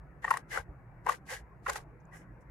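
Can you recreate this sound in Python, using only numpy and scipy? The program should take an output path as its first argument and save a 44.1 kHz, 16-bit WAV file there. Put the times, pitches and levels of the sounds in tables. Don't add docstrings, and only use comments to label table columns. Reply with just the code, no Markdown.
import sys
import numpy as np
from scipy import signal
from scipy.fft import rfft, irfft
from scipy.io import wavfile
from scipy.ndimage import uniform_filter1d

SR = 44100
rng = np.random.default_rng(int(sys.argv[2]) if len(sys.argv) > 2 else 0)


def natural_amplitude(level_db):
    exponent = np.asarray(level_db, float) / 20
    return 10 ** exponent


def store_pcm(level_fs):
    pcm = np.round(np.clip(level_fs, -1, 1) * 32767).astype(np.int16)
    wavfile.write(sys.argv[1], SR, np.atleast_2d(pcm).T)


N = 110250

JERK_SKEW = .58


def evened(x):
    return x / np.sqrt(np.mean(x ** 2) + 1e-20)


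def read(points, hz):
    f, value = np.transpose(points)
    return np.interp(np.log(hz + 1), np.log(f + 1), value)


def add(mix, s, sound):
    part = mix[max(round(s * SR), 0):][:len(sound)]
    part += sound[:len(part)]


def resonate(x, hz, width):
    turn = np.exp(2j * np.pi * hz * np.arange(len(x)) / SR)
    r = np.exp(-2 * np.pi * width / SR)
    return 2 * (turn * signal.lfilter([(1 - r) ** 2], [1, -2 * r, r * r], x / turn)).real


def colour(x, table):
    hz = np.fft.rfftfreq(len(x), 1 / SR)
    return irfft(rfft(x) * natural_amplitude(read(table, hz)), len(x))


def swell(length):
    t = np.arange(0, 2 * length, 1 / SR)
    return t, np.sin(np.pi * (t / (2 * length)) ** JERK_SKEW) ** 2


def paired(shared, own):
    own_share = 0.79
    return np.array([shared + own_share * own, shared - own_share * own])


def room_noise(table, level_db, patchy_db, size):
    # (frequency [Hz], likeness of left and right [0-1])
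    likeness = [(100, .93), (420, .86), (1650, .3), (15000, .3)]
    # (frequency [Hz], left minus right [dB])
    balance = [(50, -1.5), (240, -1.5), (950, 4.5), (15000, -0.5)]
    frames, hz = 4 * N // size + 5, np.fft.rfftfreq(size, 1 / SR)
    a, b, c, d, patches = rng.standard_normal((frames, len(hz), 5)).T
    patches = uniform_filter1d(patches, size=6, axis=0)
    patches = evened(uniform_filter1d(patches, size=5, axis=1))
    same = np.clip(read(likeness, hz), -1, 1)[:, None]
    left = a + 1j * b
    right = same * left + np.sqrt(1 - same ** 2) * (c + 1j * d)
    lean = read(balance, hz)[:, None] / 2
    z = np.array([left, right]) * natural_amplitude(np.array([lean, -lean]))
    z *= natural_amplitude(read(table, hz)[:, None] + patchy_db * patches)
    x = signal.istft(z, nperseg=size, noverlap=3 * size // 4)[1][:, 512:N + 512]
    return natural_amplitude(level_db) * x / np.sqrt(np.mean(x.mean(0) ** 2))


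def room_hum():
    # (frequency [Hz], level [dB])
    hum_spectrum = [(30, -25.5), (50, 2), (62, -0.5), (90, -18.5), (119, -0.5), (146, -4.5), (210, -15),
                    (380, -80)]
    return room_noise(hum_spectrum, -54, patchy_db=2.25, size=8192)


def room_air():
    # (frequency [Hz], level [dB])
    air_spectrum = [(200, -15.5), (280, -5), (420, -8.5), (800, -11.5), (1900, -17.5), (2650, -31),
                    (3150, -50), (16000, -51)]
    return room_noise(air_spectrum, -61, patchy_db=3.0, size=2048)


def table_bumps():
    # (start [s], level [dB], frequency [Hz])
    knocks = [
        (0.586, -41.5, 63.4),
        (0.68, -37.5, 62.6),
        (1.79, -48, 54.4),
        (2.479, -44.5, 59),
    ]
    length = 0.039
    out, t = np.zeros(N), np.arange(0, length, 1 / SR)
    for s, db, hz in knocks:
        add(out, s, natural_amplitude(db) * np.sin(np.pi * t / length) ** 2 * np.sin(2 * np.pi * hz * t))
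    return out


def ticks():
    # (time [s], level [dB], frequency [Hz], time to peak [s])
    snaps = [(.247, -56.5, 7400, .003), (.310, -45.5, 10800, 0.0026), (.371, -44.5, 8540, 0.0016),
             (1.067, -62, 15300, .0004), (1.092, -48, 11300, .0012), (1.122, -63, 9000, .002),
             (1.699, -38, 6960, 0.0014), (1.696, -51, 12500, .0006), (1.7325, -50, 12000, .0006),
             (.3085, -55, 13000, 0.00055), (1.758, -61, 4300, 0.0023), (0.576, -42, 7500, 0.00098),
             (2.001, -83, 6160, 0.0051), (2.054, -72.5, 7000, 0.001)]
    out, t = np.zeros(N), np.arange(1500) / SR
    for s, db, hz, length in snaps:
        snap = evened(resonate(rng.standard_normal(1500), hz, 840))
        add(out, s - .001, natural_amplitude(db) * snap * (t / length) * np.exp(1 - t / length))
    return out


def grit(smooth):
    uneven_db, clicks_per_s = 4, 4000
    size = natural_amplitude(uneven_db * np.minimum(rng.exponential(1, N), 4))
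    size = size * (rng.random(N) < clicks_per_s / SR)
    return evened(evened(size * rng.standard_normal(N)) + smooth * rng.standard_normal(N))


def fibre_cracks():
    # (centre [s], level [dB], length [s])
    partings = [(0.246, -58.5, 0.0061), (0.311, -42.5, 0.0065), (0.343, -53, 0.0051),
                (0.375, -45.5, 0.0047), (1.069, -50.5, 0.0062), (1.097, -45.5, 0.009), (1.128, -53, 0.0086),
                (1.336, -64, 0.0047), (1.667, -64.5, 0.007), (1.701, -40.5, 0.0072), (1.736, -46, 0.0053),
                (1.771, -46.5, 0.017), (2.423, -75.5, 0.02)]
    out = np.zeros(N)
    for s, db, length in partings:
        add(out, s - 1.02 * length, natural_amplitude(db) * swell(length)[1])
    return out


def strokes():
    # (time [s], fibre hiss [dB], blade ring [dB], depth [dB])
    closing = [
        [(.2, -126, -11, 15), (.225, -70, 12.5, -2), (.26, -67.5, 19.5, 0.5), (.3, -59, 1, 15),
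         (.33, -57, 11.5, -4), (.365, -62.5, 14, 2), (.39, -66, 5.5, 7.5), (.41, -76, 12.5, 3),
         (.425, -100, 21, 1)],
        [(1.03, -100, 0, 0), (1.047, -80, 0, -3), (1.062, -68.5, 10.5, 15), (1.085, -57.5, 17.5, 6.5),
         (1.11, -52.5, 6.5, 10), (1.15, -59.5, 10, 2.5), (1.175, -70, -12, 14), (1.2, -96, -7.5, -0.5)],
        [(1.625, -87, 0.5, -13), (1.655, -70.5, 5, -8), (1.685, -51.5, 12.5, 5), (1.715, -56.5, 9.5, 5.5),
         (1.745, -56, 3, 6), (1.78, -61, 9.5, 8), (1.81, -69, 2.5, 8), (1.84, -86, 0, 14)],
    ]
    # (time [s], scrape hiss [dB], blade ring [dB], depth [dB])
    opening = [
        [(.47, -101, -3, -8), (.5, -65.5, 0, 4), (.513, -58, 14, -14), (.53, -50.5, 12, -4.5),
         (.58, -53.5, 14, 5.5), (.615, -67.5, 8.5, 7.5), (.645, -91, 4, -10)],
        [(1.25, -90, -3, -10), (1.265, -70.5, -1, 7), (1.288, -60.5, 10.5, -5), (1.305, -49.5, 7.5, -1),
         (1.345, -49.5, 6.5, 0.5), (1.4, -68, 6.5, -16), (1.43, -92, -4, -10.5)],
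        [(2.11, -97.5, 8, -7.5), (2.128, -73.5, 14, 4.5), (2.162, -62, 5.5, 0.5), (2.2, -71, 4, -14),
         (2.225, -77.5, 13.5, -14.5), (2.26, -100, 15, -9)],
    ]
    # (frequency [Hz], width [Hz], level [dB])
    blade_modes = [(1956, 194, 3.5), (1668, 55, 9), (2120, 430, -13), (2800, 155, -8.5)]
    # (frequency [Hz], width [Hz], level [dB])
    deep_modes = [(506, 113, 2.5), (784, 132, 3), (1107, 101, 1.5), (1600, 37, 3)]
    # (frequency [Hz], level [dB])
    hiss_spectrum = [(1500, -15), (2400, -4), (3300, -9), (6500, -9), (9000, -12.5), (11000, -13),
                     (13000, -21), (15800, -32)]
    # (frequency [Hz], level [dB])
    sheet_spectrum = [(2200, -14), (4800, -13), (5200, 0)]
    slide_s = 2.0

    t, drive = np.arange(N) / SR, grit(0.24)
    hiss = evened(colour(grit(1.0), hiss_spectrum))
    hiss = np.where(t > slide_s, colour(hiss, sheet_spectrum), hiss)
    ring = evened(sum(natural_amplitude(db) * resonate(drive, hz, w) for hz, w, db in blade_modes))
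    deep = evened(sum(natural_amplitude(db) * resonate(drive, hz, w) for hz, w, db in deep_modes))
    out = np.zeros(N)
    for curve in closing + opening:
        s, hiss_db, ring_db, deep_db = np.transpose(curve)
        level = natural_amplitude(np.interp(t, s, hiss_db, -140, -140))
        body = ring + natural_amplitude(np.interp(t, s, deep_db)) * deep
        out += level * (natural_amplitude(2.0) * hiss + natural_amplitude(np.interp(t, s, ring_db)) * body)
    return out + 0.91 * fibre_cracks() * hiss


def squeaks():
    # (centre [s], peak [dB], length [s], frequency [Hz])
    catches = [(.512, -41, .008, 2050), (.520, -39, .007, 1800), (.534, -32, .007, 1950),
               (.544, -40, .005, 2000), (.555, -37, .004, 2050), (.559, -38, .008, 1720),
               (.577, -33, .004, 600), (.586, -39, .005, 1500), (1.293, -42, .006, 1900),
               (1.304, -42, .009, 2000), (1.319, -40, .005, 1800), (1.318, -43, .007, 900),
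               (1.328, -34, .016, 515), (1.329, -36, .005, 1850), (1.341, -43, .004, 1850),
               (1.348, -42, .004, 1900), (1.377, -45, .005, 1850), (1.668, -31, .009, 1380),
               (1.700, -37, .012, 560), (1.736, -42, .005, 1550), (1.758, -37, .004, 1450),
               (1.763, -36, .006, 1300), (1.760, -40, .007, 600), (2.126, -52, .008, 1950),
               (2.143, -51, .014, 1900), (.250, -30, .007, 1900), (.236, -46, .006, 1850),
               (1.670, -36, .004, 1950), (1.762, -40, .005, 1900), (.588, -38, .012, 1050)]
    ear_turn = .6
    out = np.zeros((2, N))
    chance = 2 * rng.random((len(catches), 2)) - 1
    for (s, db, length, hz), (turn, skew) in zip(catches, chance):
        t = np.arange(0, 2 * length, 1 / SR)
        shape = np.sin(np.pi * t / (2 * length)) ** 2
        for ear in range(2):
            tone = np.sin(2 * np.pi * hz * t + np.pi * turn + ear * ear_turn * skew)
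            add(out[ear], s - length, natural_amplitude(db) * shape * tone)
    return out


def jerks():
    # (centre [s], peak [dB], length [s], low mode [Hz], high mode [dB])
    slips = [(.2455, -32, .004, 1050, 4), (.2483, -24, .006, 910, -3), (.2815, -27, .006, 1140, -5),
             (.3070, -29, .004, 1200, 0), (.3113, -14, .006, 1090, -11), (.3165, -19, .006, 935, -14),
             (.330, -36, .007, 930, -2), (.3410, -27, .005, 1050, -2), (.347, -32, .009, 940, -10),
             (.363, -37, .007, 1050, -8), (1.078, -35, .005, 950, -8), (1.099, -29, .003, 1050, -8),
             (.3717, -27, .0028, 1110, -1), (.5755, -24, .003, 1400, -6), (1.0660, -26, .0035, 1050, -12),
             (1.0702, -16, .0033, 935, -17), (1.090, -25, .003, 1130, -9), (1.0941, -15, .006, 1130, -20),
             (1.122, -34, .005, 1080, 1), (1.6635, -38, .004, 1250, -8), (1.6685, -27, .006, 1090, -5),
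             (1.683, -44, .006, 1060, 2), (1.695, -36, .003, 1200, 3), (1.699, -27, .008, 1050, -10),
             (1.7605, -38, .009, 850, 0)]
    # (frequency [Hz], level [dB])
    side_modes = [(1450, -19), (2250, -31), (2690, -29)]
    high_hz, high_spread = 1890, .025
    handle_hz, handle_db = 574, -31
    new_grip_s, new_grip_db = 1.5, 11
    gain_db, rough_per_s = 1, 56
    ear_turn = 1

    out = np.zeros((2, N))
    for s, db, length, low_hz, high_db in slips:
        noise, chance = rng.standard_normal((2, 2400)), 2 * rng.random((2, 8)) - 1
        t, shape = swell(length)
        start = s - 2 * length * .5 ** (1 / JERK_SKEW)
        modes = [(low_hz, 0), (high_hz * (1 + high_spread * chance[0, 0]), high_db), (handle_hz, handle_db)]
        modes += [(hz, side_db + new_grip_db * (s > new_grip_s)) for hz, side_db in side_modes]
        for k, (hz, level_db) in enumerate(modes):
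            rough = paired(*[evened(resonate(n, hz, 214))[200:][:len(t)] for n in noise])
            level = natural_amplitude(gain_db + db + level_db) * shape
            for ear in range(2):
                phase = np.pi * chance[0, k + 1] + ear * ear_turn * chance[1, k]
                tone = np.sin(2 * np.pi * hz * t + phase)
                add(out[ear], start, level * (tone + rough_per_s * length * rough[ear]))
    return out


def at_microphones(x):
    # (frequency [Hz], left minus right [dB])
    early_balance = [(500, 5), (1000, 7), (1450, 6.5), (2000, 1), (2900, 2), (4500, 3), (7200, 11.5),
                     (10000, -10)]
    # (frequency [Hz], left minus right [dB])
    late_balance = [(500, 0.5), (1000, 2.5), (1450, -3), (2000, 2.5), (2900, -1), (4500, 2), (7200, 9.5),
                    (10000, -7)]
    # (time [s], share of the early balance [0-1])
    hand_shift = [(1.2, 1), (1.27, 0)]
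    # (frequency [Hz], level [dB])
    thin_bass = [(250, -26), (450, -4), (16000, 1)]
    t60_s, room_db, lag_s = .1, -22, .00003

    hz, t = np.fft.rfftfreq(N, 1 / SR), np.arange(8192) / SR
    tail = rng.standard_normal((2, len(t))) * natural_amplitude(-60 * t / t60_s) * (t > .004)
    taps = natural_amplitude(room_db) * tail / np.linalg.norm(tail[0])
    taps[:, 0] += 1
    wet = rfft(signal.fftconvolve(x, taps, axes=1)[:, :N]) * natural_amplitude(read(thin_bass, hz))
    wet[1] *= np.exp(-2j * np.pi * hz * lag_s)
    placed = []
    for balance in (early_balance, late_balance):
        lean = natural_amplitude(read(balance, hz) / 2)
        placed.append(irfft(wet * np.array([lean, 1 / lean]) * 2 / (lean + 1 / lean), N))
    share = np.interp(np.arange(N) / SR, *np.transpose(hand_shift))
    return share * placed[0] + (1 - share) * placed[1]


def scene():
    scissors = jerks() + squeaks() + paired(strokes(), strokes()) + paired(ticks(), ticks())
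    return at_microphones(scissors) + table_bumps() + room_hum() + room_air()


def top_cut(x):
    return signal.sosfilt(signal.butter(12, 16400, fs=SR, output="sos"), x)


def record(dry):
    low_pass = signal.firwin(511, 16000, window=("kaiser", 9), fs=SR)
    limited = signal.oaconvolve(dry, low_pass[None], "same")
    return top_cut(limited)


dry = scene()
out = record(dry)
store_pcm(out)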